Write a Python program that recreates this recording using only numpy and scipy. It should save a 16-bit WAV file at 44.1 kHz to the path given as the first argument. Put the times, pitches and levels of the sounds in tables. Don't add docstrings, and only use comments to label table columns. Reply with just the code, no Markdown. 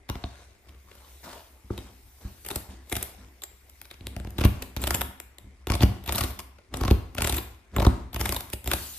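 import sys
import numpy as np
from scipy import signal
from scipy.fft import rfft, irfft, next_fast_len
from scipy.io import wavfile
from scipy.ndimage import uniform_filter1d

SR = 44100
rng = np.random.default_rng(int(sys.argv[2]) if len(sys.argv) > 2 else 0)


def convert_level_to_amplitude(level_db):
    exponent = np.asarray(level_db, float) / 20
    return 10 ** exponent


def waveform_to_disk(signal):
    frames = np.transpose(np.atleast_2d(signal))
    scaled = np.clip(frames, -1, 1) * 32767
    samples = np.round(scaled).astype(np.int16)
    wavfile.write(sys.argv[1], SR, samples)


N = 396018
SIZE = next_fast_len(N)
HZ = np.fft.rfftfreq(SIZE, 1 / SR)

# start_s, snap_db, fizz_db (treble), jolt_db (before a common trim)
SLIP_EVENTS = [(0.0908, -31, -37, -26), (0.0986, -25.5, -31.5, -15.5), (0.1542, -36, -58, -21.5),
               (0.2393, -30, -61, -18), (0.6849, -46, -54, -41), (0.746, -54, -66, -56),
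               (0.913, -45, -66, -51), (0.9516, -53, -46, -61), (1.7039, -61.5, -70, -15.5),
               (1.7777, -33, -38, -24), (2.448, -40, -37, -41), (2.463, -35.5, -29, -36),
               (2.4872, -33.5, -25, -40), (2.5031, -29.5, -30, -42), (2.511, -30.5, -25, -27),
               (2.559, -28, -19, -19.5), (2.8972, -43, -33, -79), (2.908, -55, -48, -56),
               (2.9253, -20, -21, -20.5), (2.9555, -40, -32, -35), (2.9658, -25.5, -20.5, -20),
               (3.027, -32, -19, -36), (3.42, -36, -36, -81), (3.436, -33, -24.5, -52),
               (3.696, -51, -42, -59), (3.815, -38.5, -32.5, -52), (3.8541, -44, -47, -55),
               (3.9122, -34, -40, -45), (3.9406, -43.5, -63, -42), (4.008, -43, -64.5, -29),
               (4.068, -26.5, -28.5, -30.5), (4.1648, -32.5, -35.5, -19), (4.1997, -40.5, -39, -24),
               (4.2481, -41, -48, -23), (4.2719, -43, -48, -20.5), (4.305, -48, -38.5, -47),
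               (4.3828, -27, -31, -12.5), (4.4078, -26, -32, -11), (4.437, -22.5, -38, -12),
               (4.4467, -21.5, -22.5, 1.5), (4.6218, -29.5, -27, -32), (4.7645, -26.5, -28, -17),
               (4.8165, -40, -26.5, -45), (4.8293, -41, -35, -24), (4.8379, -22.5, -23, -34),
               (4.8706, -21, -20, -20), (4.9052, -18.5, -17, -22), (4.9435, -22.5, -17, -15.5),
               (5.0091, -20.5, -17.5, -46), (5.2013, -33, -30, -54), (5.3842, -39.5, -38, -59),
               (5.6709, -26, -28.5, -21), (5.684, -41, -42, -40), (5.6996, -22.5, -30, -8.5),
               (5.7191, -22, -24.5, -23), (5.7383, -24.5, -38, -15), (5.7504, -27, -27, -16.5),
               (5.8064, -25, -43, -12), (5.8163, -28.5, -33, -14), (5.8235, -37, -40, -9),
               (5.832, -18.5, -24.5, 1.5), (6.0392, -44, -39, -32), (6.0587, -37, -35, -50),
               (6.0749, -30.5, -29, -21), (6.087, -20, -33, -24), (6.123, -23.5, -17, -26),
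               (6.1443, -25.5, -32, -21), (6.1533, -26, -20, -21), (6.179, -22, -21, -36),
               (6.208, -22, -21.5, -15), (6.2349, -25.5, -22, -17), (6.3036, -40, -34.5, -48),
               (6.3903, -31, -31.5, -35), (6.585, -51.5, -65, -51), (6.74, -28, -32, -19),
               (6.77, -39, -28.5, -30), (6.811, -31.5, -32.5, -13.5), (6.8322, -31, -35, -16),
               (6.85, -27, -33, -11), (6.8783, -24, -34, -11), (6.9088, -21, -25.5, -0.5),
               (7.1486, -37, -34, -28), (7.182, -22, -31, -18), (7.2066, -25.5, -30, -21.5),
               (7.22, -20, -16, -15), (7.2442, -21, -23, -16), (7.271, -21.5, -18, -25),
               (7.295, -21, -20, -18.5), (7.3249, -23, -21.5, -18), (7.3418, -29.5, -24.5, -36),
               (7.3664, -32, -22, -21), (7.3801, -25, -24, -29), (7.763, -28.5, -26, -12.5),
               (7.7827, -28, -37, -8), (7.7987, -27, -33, -23), (7.8193, -26.5, -29, -11),
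               (7.8471, -25, -31, -18), (7.8654, -23, -27, 1.5), (8.1303, -37.5, -36, -32),
               (8.1443, -32, -28, -21), (8.161, -25.5, -31.5, -20), (8.1989, -31, -24, -18),
               (8.211, -21.5, -21, -17.5), (8.2561, -21.5, -22.5, -28), (8.291, -22.5, -18.5, -20.5),
               (8.3234, -23, -19.5, -20), (8.3458, -30, -25.5, -25), (8.3628, -23.5, -22, -23),
               (8.4066, -32.5, -26.5, -43), (8.4994, -43, -33.5, -45), (8.533, -27, -21.5, -21.5),
               (8.642, -43, -31.5, -33), (8.6586, -35.5, -33, -28.5), (8.674, -24, -20, -18.5),
               (8.7134, -18.5, -19.5, -39), (8.734, -17.5, -16, -20)]
# pitch_hz, level_db (relative), t60_s
CARCASS_MODES = [(64.7, 4, 0.13), (80, -12.5, 0.19), (97.8, -7.5, 0.21), (113, -22, 0.022),
                 (193.1, -8, 0.15), (260, -9.5, 0.1), (327, -15.5, 0.031)]
# pitch_hz, width_hz, level_db (relative)
TREAD_MODES = [(349, 66, 8), (582, 59, 7), (707, 75, 6), (902, 114, 3.5), (1077, 91, 4.5), (1364, 390, -5)]
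# pitch_hz, width_hz, level_db (relative)
BELT_MODES = [(2310, 1400, 1), (3820, 570, 8), (4110, 2630, -0.5)]
# pitch_hz, width_hz, level_db (relative)
FIZZ_MODES = [(7500, 350, 4), (9000, 4500, -0.5), (13600, 2400, 3.5)]


def evened(x):
    return x / np.sqrt(np.mean(x ** 2) + 1e-20)


def read(points, hz):
    f, value = np.transpose(points)
    return np.interp(np.log(hz + 1), np.log(f + 1), value)


def add(mix, start_s, sound):
    part = mix[round(start_s * SR):][:len(sound)]
    part += sound[:len(part)]


def resonances(x, modes):
    total = 0
    for k, (hz, width_hz, db) in enumerate(modes):
        b, a = signal.iirpeak(hz, hz / width_hz, SR)
        total = total + (-1) ** k * convert_level_to_amplitude(db) * signal.lfilter(b, a, x)
    return total


def noise(spectrum, patchy_db):
    hz = np.fft.rfftfreq(1024, 1 / SR)
    real, imaginary, patches = rng.standard_normal((N // 256 + 5, 513, 3)).T
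    patches = uniform_filter1d(patches, size=14, axis=0)
    patches = evened(uniform_filter1d(patches, size=8, axis=1))
    level_db = read(spectrum, hz)[:, None] + patchy_db * patches
    z = (real + 1j * imaginary) * convert_level_to_amplitude(level_db)
    return evened(signal.istft(z, nperseg=1024, noverlap=768)[1][:N])


def hum():
    mode = [(64.8, 7, 0)]  # pitch_hz, width_hz, level_db
    once = resonances(rng.standard_normal(N), mode)
    return convert_level_to_amplitude(-56.5) * evened(resonances(once, mode))


def room_tone():
    # (per Hz, relative)
    tone_spectrum = [(21, -28), (35, 6), (74, 7), (162, -32), (392, -7), (467, -32), (716, -26.5),
                     (1820, -18.5), (2110, -12), (5100, -48), (9560, -31), (14300, -71)]
    return convert_level_to_amplitude(-59.5) * np.array([noise(tone_spectrum, 3.0), noise(tone_spectrum, 2.2)])


def garage(x):
    # pitch_hz, t60_s
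    decay_t60 = [(100, 0.83), (260, 0.075), (700, 0.57), (1800, 0.55), (5000, 0.46), (13000, 0.34)]
    # pitch_hz, level_db
    tail_level = [(60, -18.5), (300, -8), (1500, -6), (6000, -11.5), (14000, -6.5)]
    taps = np.zeros((4, 30000))
    at = np.arange(300, 29980, 20) + rng.integers(0, 20, (4, 1484))
    np.put_along_axis(taps, at, rng.choice([-1., 1.], at.shape), 1)
    hz, t, z = signal.stft(taps, SR, nperseg=256)
    z = z * convert_level_to_amplitude(-60 * t / read(decay_t60, hz)[:, None])
    energy = (abs(z) ** 2).mean(0).sum(1) * 128 ** 2 * 4 / 3
    z *= (convert_level_to_amplitude(read(tail_level, hz)) / np.sqrt(energy))[:, None]
    tails = signal.istft(z, SR, nperseg=256)[1].reshape(2, 2, -1)
    turn = 2 * np.pi * 11 * np.arange(N) / SR
    sends = (x * [np.sin(turn), np.cos(turn)])[:, None]
    return signal.oaconvolve(sends, tails, axes=2).sum(0)[:, :N]


def drag(column, fade_db_s, rest_db):
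    # start_s, length_s, rub_db (before the mix of rub and crackle),
    # rocking_db (of the carcass)
    drag_events = [(0.092, 0.35, -50.5, -65), (0.658, 0.042, -60, -55), (0.838, 0.27, -54.5, -70),
                   (1.222, 0.11, -41.5, -55), (1.687, 0.15, -48.5, -46), (2.198, 0.077, -51, -51),
                   (2.497, 0.09, -43.5, -45), (2.685, 0.033, -48.5, -44.5), (2.993, 0.052, -41, -55),
                   (3.173, 0.049, -53.5, -51), (3.957, 0.48, -62, -46), (4.327, 0.31, -48.5, -42),
                   (4.767, 0.22, -41, -35), (5.393, 0.064, -85, -54.5), (5.777, 0.14, -49, -34.5),
                   (6.078, 0.18, -39.5, -36), (6.697, 0.25, -51, -33), (7.15, 0.21, -37.5, -36),
                   (7.71, 0.23, -51.5, -31.5), (8.172, 0.16, -39, -36), (8.652, 0.086, -40.5, -35.5)]
    t, rows = np.arange(0, N + 64, 64) / SR, np.array(drag_events)
    since_start, length = t - rows[:, :1], rows[:, 1:2]
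    rise = np.clip(since_start / (0.17 * length), 0, 1) ** 2
    fall_db = fade_db_s * np.maximum(since_start - length, 0)
    level = rise * convert_level_to_amplitude(rows[:, column, None] - fall_db)
    total = np.sqrt((level ** 2).sum(0) + convert_level_to_amplitude(rest_db) ** 2)
    return np.interp(np.arange(N) / SR, t, total)


def rocking():
    modes = [(hz, 1.07 / t60, db) for hz, db, t60 in CARCASS_MODES]
    shake = resonances(rng.standard_normal(N), modes)
    return drag(column=3, fade_db_s=106, rest_db=-67.5) * evened(shake)


def bright_hiss():
    # (per Hz, relative)
    hiss_spectrum = [(300, -31), (1500, -17.5), (4000, -6), (7500, -7.5), (10500, -3.5), (12500, -7),
                     (14300, 2.5)]
    # time_s, level_db
    hiss_level = [(0, -84), (0.75, -63), (0.95, -55.5), (1.3, -48), (1.6, -59), (2.1, -55.5), (2.45, -48.5),
                  (2.7, -89), (2.95, -39), (3.15, -64), (3.8, -55.5), (4.5, -76), (4.9, -56), (5.2, -97),
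                  (6.05, -64), (6.3, -45), (6.5, -86), (7.3, -61), (7.5, -80), (8.1, -82), (8.27, -35),
                  (8.6, -62), (8.76, -33), (8.98, -36.5)]
    level = convert_level_to_amplitude(np.interp(np.arange(N) / SR, *np.transpose(hiss_level)))
    return level * np.array([noise(hiss_spectrum, 3.5), noise(hiss_spectrum, 3.5)])


def rubbing():
    # (per Hz, relative)
    rub_spectrum = [(150, -2), (350, 1.5), (800, 2), (2500, -8), (5000, -7.5), (9000, -11), (15000, -24)]
    grains = convert_level_to_amplitude(2.45 * evened(uniform_filter1d(rng.standard_normal(N), size=90)))
    rub = evened(np.array([noise(rub_spectrum, 4.2), noise(rub_spectrum, 2.4)]) * grains)
    crackles_per_s = 340
    tick_level = convert_level_to_amplitude(4.4 * np.minimum(rng.exponential(1, N), 4))
    ticks = (rng.random(N) < crackles_per_s / SR) * tick_level
    ticks = np.convolve(ticks, np.exp(-np.arange(120) / 22.0))[:N] * rng.standard_normal((2, N))
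    crackle = resonances(ticks, BELT_MODES)
    crackle = crackle + convert_level_to_amplitude(4.5) * resonances(ticks, TREAD_MODES)
    crackle = evened(crackle + convert_level_to_amplitude(-18.0) * resonances(ticks, FIZZ_MODES))
    level = drag(column=2, fade_db_s=114, rest_db=-62.5)
    return level * (convert_level_to_amplitude(-5.0) * rub + convert_level_to_amplitude(-13.0) * crackle)


def slip_rules():
    # start_s, knock_over_snap_db (below 1.5 kHz), slip_ms (nominal)
    grips = [(0, 0.5, 2.8), (0.6, -5, 8.7), (0.72, -0.5, 3.7), (1.65, 36.5, 2.9), (1.75, -2, 10.4),
             (2.4, -1.5, 4.3), (2.85, -5.5, 3.3), (3.3, -10, 3.2), (4.1, 2, 2.4), (4.35, 0.7, 6.2),
             (4.6, -3, 6.3), (5.1, -8, 1.3), (5.6, -0.8, 3.92), (6.0, -3, 7.2), (6.5, 4, 4.9),
             (7.1, -2.5, 4.35), (7.7, 8, 5.77), (8.1, -2.5, 4.7), (8.6, -3.5, 5.7)]
    s, snap_db = np.transpose(SLIP_EVENTS)[:2]
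    start, knock_db, ms = np.transpose(grips)
    grip = np.maximum(np.searchsorted(start, s) - 1, 0)
    return snap_db + knock_db[grip], ms[grip]


def jolts():
    # start_s, peak_db
    dull_thumps = [(1.645, -39), (1.715, -31.5), (2.25, -24.5), (2.688, -34.5), (5.424, -49),
                   (5.443, -39.5), (5.469, -36.5)]
    t, out = np.arange(SR // 4) / SR, np.zeros(N)
    ring = sum(convert_level_to_amplitude(db - 60 * t / t60) * np.sin(2 * np.pi * hz * t) for hz, db, t60 in CARCASS_MODES)
    push, dent = np.hanning(round(0.003 * SR)), np.hanning(round(0.0033 * SR))
    thump = np.convolve(push, ring)
    thump /= abs(thump).max()
    for s, db in dull_thumps:
        add(out, s, convert_level_to_amplitude(db) * thump)
    thump[:len(dent)] -= 0.75 * dent
    for (s, *_, db), ms in zip(SLIP_EVENTS, slip_rules()[1]):
        add(out, s + 0.652 * ms / 1000, convert_level_to_amplitude(db - 5.5) * thump)
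    return out


def slips():
    s, snap_db, fizz_db, _ = np.transpose(SLIP_EVENTS)
    knock_db, ms = slip_rules()
    count = len(s)
    ms = ms * convert_level_to_amplitude(1.5 * rng.standard_normal(count))
    draws = rng.standard_normal((count, 4, 1800))
    clumps_db = 6.6 * evened(uniform_filter1d(draws[:, 2:3], size=36)) + 2.0 * draws[:, 3:] ** 2
    t = np.arange(-600, 1200) / SR
    u = np.maximum(t, 0) / (np.maximum(ms, .5)[:, None, None] / 1000)
    creep = convert_level_to_amplitude(-19.5) * np.exp(np.minimum(t, 0) * 3 / 0.029) * (t > -.0135)
    moving = (np.diff(s, prepend=0) < 0.06)[:, None, None]
    rise = np.minimum(u / np.where(moving, 0.35, 0.12), 1)
    burst = draws[:, :2] * convert_level_to_amplitude(clumps_db) * np.maximum(rise, creep * moving) * np.exp(-u ** 1.4)
    # level_db, resonances, reach of the grit in hz
    layers = ((snap_db, BELT_MODES, (1100, 6500)),
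              (fizz_db, FIZZ_MODES, (5500, 17000)),
              (knock_db, TREAD_MODES, (250, 1900)))
    sound = 0
    for db, modes, reach in layers:
        drive = signal.lfilter(*signal.butter(2, reach, "band", fs=SR), burst)
        colour = convert_level_to_amplitude(3.16 * rng.standard_normal((count, len(modes), 1, 1)))
        ring = 0
        for k, mode in enumerate(modes):
            ring = ring + (-1) ** k * colour[:, k] * resonances(drive, [mode])
        peak = np.sqrt(2 * uniform_filter1d(ring ** 2, size=60).max(axis=2, keepdims=True))
        sound = sound + convert_level_to_amplitude(db)[:, None, None] * ring / peak
    out = np.zeros((N + 600, 2))
    for start, pair in zip(s, sound):
        add(out, start - .0008, pair.T)
    return out[600:].T


def ports(pair, likeness, lag_ms):
    left, other = rfft(pair, SIZE)
    same = np.clip(read(likeness, HZ), 0, 1)
    late = np.exp(-2j * np.pi * HZ * lag_ms / 1000)
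    right = same * left * late + np.sqrt(1 - same ** 2) * other
    return irfft(np.array([left, right]), SIZE)[:, :N]


def band_edge(x, hz_per_db):
    fall_db = np.clip((HZ - 14300) / hz_per_db, 0, 70)
    return irfft(rfft(x, SIZE) * convert_level_to_amplitude(-fall_db), SIZE)[:, :N]


def scene():
    # pitch_hz, likeness (left to right, 0 to 1)
    near_likeness = [(300, 0.99), (1000, 0.71), (3000, 0.58), (7000, 0.096), (13000, 0.42)]
    # pitch_hz, likeness (left to right, 0 to 1)
    diffuse_likeness = [(100, 0.91), (300, 0.67), (700, 0.2), (1400, 0.022), (3000, 0.018), (13000, .02)]
    snaps = slips()
    steady = jolts() + rubbing() + bright_hiss() + rocking()
    close = band_edge(snaps, 30.0) + band_edge(steady, 4.0)
    direct = ports(close, near_likeness, lag_ms=0.054)
    around = garage((snaps + steady)[0]) + room_tone()
    diffuse = ports(band_edge(around, 3.0), diffuse_likeness, lag_ms=0)
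    return direct + diffuse + hum()


def band_limit(x):
    return signal.sosfilt(signal.butter(12, 15450, fs=SR, output="sos"), x)


def record(dry):
    # pitch_hz, left_minus_right_db
    port_lean = [(60, 1), (300, 2), (1000, 2), (2500, 3), (5000, 1), (9000, 2), (13000, 1.5)]
    lean = convert_level_to_amplitude(np.outer([.5, -.5], read(port_lean, HZ)))
    miked = irfft(rfft(dry, SIZE) * lean, SIZE)[:, :N]
    miked = signal.lfilter(*signal.butter(2, 42.0, "high", fs=SR), miked)
    return band_limit(miked)


dry = scene()
out = record(dry)
waveform_to_disk(out)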